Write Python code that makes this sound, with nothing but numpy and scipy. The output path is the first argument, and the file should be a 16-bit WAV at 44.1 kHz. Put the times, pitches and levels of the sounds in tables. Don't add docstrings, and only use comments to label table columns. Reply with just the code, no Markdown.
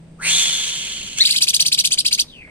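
import sys
import numpy as np
from scipy.fft import rfft, irfft
from scipy.io import wavfile
from scipy.ndimage import uniform_filter1d, minimum_filter1d

SR = 44100
rng = np.random.default_rng(int(sys.argv[2]) if len(sys.argv) > 2 else 0)


def wrap_up_sound(samples):
    columns = np.atleast_2d(samples).T
    tamed = np.clip(columns, -1, 1)
    steps = np.round(tamed * 32767).astype(np.int16)
    wavfile.write(sys.argv[1], SR, steps)


N = 110250
T = np.arange(N) / SR
HZ = np.maximum(np.fft.rfftfreq(2 * N, 1 / SR), 1)

# (frequency [Hz], relative level [dB])
OUTDOOR_SPECTRUM = [(25, 3), (60, 2), (120, 2), (200, 5), (350, -2.5), (600, -8), (1200, -20),
                    (2500, -20.5), (5000, -28.5), (7000, -31.5), (8500, -20.5), (10500, -40.5),
                    (15000, -54)]
WIND_SPECTRUM = [(25, -15), (45, 2), (85, 7), (130, -10), (400, -24), (1000, -60)]
TAP_SPECTRUM = [(100, -8.5), (250, -30), (600, -5), (1200, -7.5), (2500, -9), (8000, -55.5)]
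RASP_AIR_SPECTRUM = [(200, -24.5), (600, -20), (1200, -20.5), (1700, -12), (2300, -8), (2700, -7.5),
                     (3600, -10), (4400, -0.5), (5200, -15.5), (6500, -39)]
RASP_HISS_SPECTRUM = [(4000, -27), (5400, -3.5), (6300, 4.5), (7100, 4), (8000, -0.5), (8800, -3),
                      (10000, -8), (11500, -14), (13000, -21.5), (13800, -42), (15000, -36), (16000, -45)]
BEAK_OPENING_SPECTRUM = [(7000, -23), (8500, 7), (9200, 7), (9900, -1.5), (11500, -21)]
CHIRP_AIR_SPECTRUM = [(700, -20), (1400, -22), (2000, -16.5), (2700, 7.5), (4500, -5.5), (6500, 2),
                      (8500, 2.5), (10500, 0.5), (12800, -9.5), (13700, -22), (15500, -17)]
# (frequency [Hz], coherence [0..1])
OUTDOOR_COHERENCE = [(30, 0.71), (150, 1), (400, 0.74), (1500, 0.13), (8000, 0.042)]
# (time [s], pitch [Hz], level [dB])
HUM_CONTOUR = [(0, 164, -46), (.36, 164, -41.5), (.5, 162, -50), (1.1, 160, -67.5), (1.35, 155, -47.5),
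               (1.8, 155, -54), (2.15, 160, -52), (2.5, 146, -69)]
WHEEZE_CONTOUR = [(2.25, 3835, -58), (2.29, 3820, -49.5), (2.33, 3300, -42), (2.37, 2735, -44.5),
                  (2.42, 2370, -39), (2.47, 2200, -45.5), (2.5, 2100, -47.5)]
# (time [s], level [dB])
TAPS = [(1.426, -42), (1.611, -41), (1.939, -45), (2.129, -53), (2.24, -50), (2.473, -46.5)]
# (time [s], centre pitch [Hz])
RASP_SLIDE = [(.185, 1250), (.22, 1600), (.25, 2050), (.28, 2800), (.325, 3400), (.40, 3430), (.6, 3330),
              (.85, 3170), (1.17, 3020)]
# (time [s], relative level [dB])
RASP_BODY_ENVELOPE = [(0.17, -54), (0.208, -28.5), (0.254, -19), (0.314, -18), (0.848, -30), (0.908, -30),
                      (1.158, -36), (1.19, -26.5)]
RASP_TONE_ENVELOPE = [(.19, -8), (.25, -6), (.33, 0.5), (.6, 0), (1.17, -1)]
RASP_HISS_ENVELOPE = [(0.17, -81), (0.186, -68), (0.222, -45), (0.254, -31.5), (0.3, -21.5), (0.408, -21.5),
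                      (0.462, -24.5), (0.984, -38), (1.16, -40), (1.19, -23.5)]
# (top time [s], top pitch [Hz], lead-in [s], level [dB], 2nd harmonic gain [dB], breath [dB])
CHIRP_ARCHES = [(1.22, 2200, 0.027, -11, 7.5, -23.5), (1.266, 5030, 0.032, -14.5, -7, -12.5),
                (1.319, 5480, 0.048, -16, -4, -9.5), (1.376, 5260, 0.041, -16, -4, -10.5),
                (1.434, 5980, 0.026, -14.5, 0.5, -8.5), (1.496, 5990, 0.026, -15.5, 1.5, -10),
                (1.557, 6530, .024, -15.5, 2, -11.5), (1.616, 6120, 0.021, -14, -1.5, -11),
                (1.676, 6360, 0.026, -17, 0, -11), (1.739, 5825, 0.021, -14.5, -2, -13.5),
                (1.801, 5886, 0.024, -14.5, -3.5, -10), (1.866, 5790, 0.026, -16.5, 2.5, -7.5),
                (1.934, 4860, 0.027, -19.5, 8, -7), (1.999, 5680, .024, -16.5, 0.5, -20.5),
                (2.074, 5700, 0.025, -15, -3.5, -12.5), (2.141, 6570, 0.03, -16.5, -2, -15),
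                (2.209, 6010, 0.032, -17, -0.5, -13.5)]
# (multiple [-], level [dB])
CHIRP_HARMONICS = [(1, 0), (2, -7), (3, -18), (4, -27.5)]
# (frequency [Hz], gain [dB])
THROAT_RESPONSE = [(1500, -27), (2000, -22), (2600, -3.5), (3400, -4.5), (4000, -3), (4700, 4),
                   (5400, -12.5), (6000, -0.5), (6800, -7), (8500, 3.5), (10000, -4), (12500, -7.5),
                   (14000, -11.5), (16000, -26)]
# (frequency [Hz], level difference [dB], phase lead [rad])
RASP_STEREO = [(1000, -2, -0.36), (2200, -1, -0.3), (2700, -3, -2.4), (3300, 0.5, -0.6), (4750, -1.5, -2.1),
               (4720, -4.5, -2.5), (6900, -2.5, -3), (8640, 8, -1.5), (9550, 28, -8.5), (10000, 49, -13),
               (12000, 14, -3), (15600, 16, -7)]
RATTLE_STEREO = [(300, -5, 3), (2200, 1.5, 1.5), (3130, 4, 2.45), (3670, -2, 2), (4210, 6.5, 2.4),
                 (4760, -7.5, 4.5), (6000, -0.5, 4), (7330, -5.5, 4.5), (7900, 14.5, 8), (9700, 12, 5.5),
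                 (10200, 32, 11), (12500, 2.5, -1), (15000, 6.5, 7.5)]


def from_db(db):
    return 10 ** (np.asarray(db) / 20)


def unit_rms(x):
    return x / np.sqrt(np.mean(x ** 2) + 1e-20)


def in_time(rows):
    times_s, *columns = np.transpose(rows)
    return [np.interp(T, times_s, column) for column in columns]


def at_hz(rows, hz, column=1):
    columns = np.transpose(rows)
    return np.interp(np.log(hz), np.log(columns[0]), columns[column])


def filtered(x, response):
    return irfft(rfft(x, 2 * N) * response)[..., :N]


def noise(spectrum, channels=1):
    return unit_rms(filtered(rng.standard_normal((channels, N)), from_db(at_hz(spectrum, HZ))))


def drift(rate_hz):
    return unit_rms(filtered(rng.standard_normal(N), 1 / (1 + (HZ / rate_hz) ** 2)))


def gate(start_s, end_s, attack_s, release_s, t=T):
    ramp = np.clip((t - start_s) / attack_s, 0, 1) * np.clip((end_s - t) / release_s, 0, 1)
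    return np.sin(np.pi / 2 * ramp) ** 2


def phase_of(hz):
    return 2 * np.pi * np.cumsum(hz) / SR


def outdoor_rumble():
    mid, side = noise(OUTDOOR_SPECTRUM, channels=2)
    coherence = at_hz(OUTDOOR_COHERENCE, HZ)
    mid = filtered(mid, np.sqrt((1 + coherence) / 2))
    side = filtered(side, np.sqrt((1 - coherence) / 2))
    return from_db(-47) * np.array([mid + side, mid - side])


def far_hum():
    pitch_hz, level_db = in_time(HUM_CONTOUR)
    phase = phase_of(pitch_hz * (1 + .0144 * drift(7.6)))
    return from_db(level_db + 2 * drift(4)) * np.sqrt(2) * np.sin(phase)


def wind_puff():
    return from_db(-50) * noise(WIND_SPECTRUM, channels=2) * gate(.89, 1.12, .038, .07)


def cage_taps(decay_s=.016):
    envelope = sum(from_db(level_db) * (T > start_s) * np.exp(-np.abs(T - start_s) / decay_s)
                   for start_s, level_db in TAPS)
    return envelope * noise(TAP_SPECTRUM)


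def echoes(t60_s):
    decay = from_db(-60 * T / t60_s) * np.clip(T / .00067, 0, 1)
    spectrum = rfft(rng.standard_normal((2, N)) * decay, 2 * N)
    power = uniform_filter1d(np.abs(spectrum) ** 2, size=2000, axis=-1)
    return spectrum / np.sqrt(power + 1e-12)


def in_cage(x, stereo, scatter_db, reflection_s=.0019, scatter_sidedness=.43):
    side = np.array([[.5], [-.5]])
    side_db = side * at_hz(stereo, HZ)
    lead_rad = side * at_hz(stereo, HZ, column=2)
    direct_pan, scatter_pan = from_db(side_db), from_db(scatter_sidedness * side_db)
    comb = 1 + from_db(-15.5) * np.exp(-2j * np.pi * HZ * reflection_s)
    early = comb * np.exp(1j * lead_rad) * direct_pan / np.hypot(*direct_pan)
    scatter = from_db(scatter_db) * echoes(t60_s=.074) + from_db(-28.5) * echoes(t60_s=.61)
    late = scatter * scatter_pan / np.hypot(*scatter_pan)
    return filtered(x, np.sqrt(2) * (early + late))


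def wheeze(jitter=.06, shimmer_db=4.2):
    pitch_hz, level_db = in_time(WHEEZE_CONTOUR)
    phase = phase_of(pitch_hz * (1 + jitter * drift(448)))
    return from_db(level_db + shimmer_db * drift(150)) * np.sin(phase) * gate(2.24, 2.6, .036, .02)


def rasp(throb_hz=83.8, throb_db=1.1, flutter_db=1.5, wobble=.028):
    pitch_hz, = in_time(RASP_SLIDE)
    body_db, = in_time(RASP_BODY_ENVELOPE)
    tone_db, = in_time(RASP_TONE_ENVELOPE)
    hiss_db, = in_time(RASP_HISS_ENVELOPE)
    jitter = .08 * (1 + .99 * gate(.2002, .32, .03, .0503))
    throb = np.sin(phase_of(throb_hz * (1 + .17 * drift(32))))
    flutter = unit_rms(from_db(flutter_db * drift(200) + throb_db * throb))
    phase = phase_of(pitch_hz * (1 + jitter * drift(650) + wobble * drift(150)))
    tone = np.sqrt(2) * from_db(tone_db) * (np.sin(phase) + from_db(-24.5) * np.sin(2 * phase))
    air = from_db(-6) * noise(RASP_AIR_SPECTRUM) * gate(.19, 1.6, .11, .05)
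    hiss = from_db(hiss_db + 1) * noise(RASP_HISS_SPECTRUM)
    beak_opening = from_db(-28) * noise(BEAK_OPENING_SPECTRUM) * gate(.198, .45, .079, .13)
    return (from_db(body_db) * (tone + air) + hiss + beak_opening) * flutter * gate(.172, 1.2, .028, .01)


def rattle(rise_s=.0138, fall_s=.0102, attack_s=.011, release_s=.0015):
    voice, breath_envelope = np.zeros(N), np.zeros(N)
    wander, shimmer = drift(780), from_db(2 * drift(310))
    for top_s, top_hz, lead_s, level_db, second_db, breath_db in CHIRP_ARCHES:
        span = np.abs(T - top_s) < .06
        t = T[span] - top_s
        arch = np.exp(-(t / np.where(t < 0, rise_s, fall_s)) ** 2)
        foot = np.clip(1 - arch / .4, 0, 1)
        accent_db = 6 * np.exp(-((t + .0105) / .0055) ** 2)
        rest_hz = min(2100, .75 * top_hz)
        jitter = .011 + .06 * foot
        pitch_hz = (rest_hz + (top_hz - rest_hz) * arch) * (1 + jitter * wander[span])
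        envelope = gate(-lead_s - attack_s / 2, fall_s + .003, attack_s, release_s, t)
        envelope *= from_db(level_db - 2.5 * foot)
        breath_envelope[span] += envelope * from_db(breath_db)
        for k, source_db in CHIRP_HARMONICS:
            partial_hz = k * pitch_hz
            drive_db = source_db + accent_db + second_db * (k == 2) * (1 - foot)
            gain = from_db(drive_db + at_hz(THROAT_RESPONSE, partial_hz)) * (partial_hz < SR / 2)
            voice[span] += np.sqrt(2) * envelope * gain * np.sin(phase_of(partial_hz))
    breath = breath_envelope * noise(CHIRP_AIR_SPECTRUM)[0]
    return (voice + breath) * shimmer


def scene():
    bird = in_cage(rasp(), RASP_STEREO, scatter_db=-3.5)
    bird += in_cage(rattle() + wheeze(), RATTLE_STEREO, scatter_db=-7.5)
    return bird + cage_taps() + wind_puff() + outdoor_rumble() + far_hum()


def record(dry, limiter_s=.002, cutoff_hz=15700):
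    size = int(limiter_s * SR)
    needed_gain = 1 / np.maximum(np.abs(dry).max(axis=0), 1)
    gain = uniform_filter1d(minimum_filter1d(needed_gain, size=size), size=size)
    return filtered(dry * gain, .98 / np.sqrt(1 + (HZ / cutoff_hz) ** 160))


dry = scene()
out = record(dry)
wrap_up_sound(out)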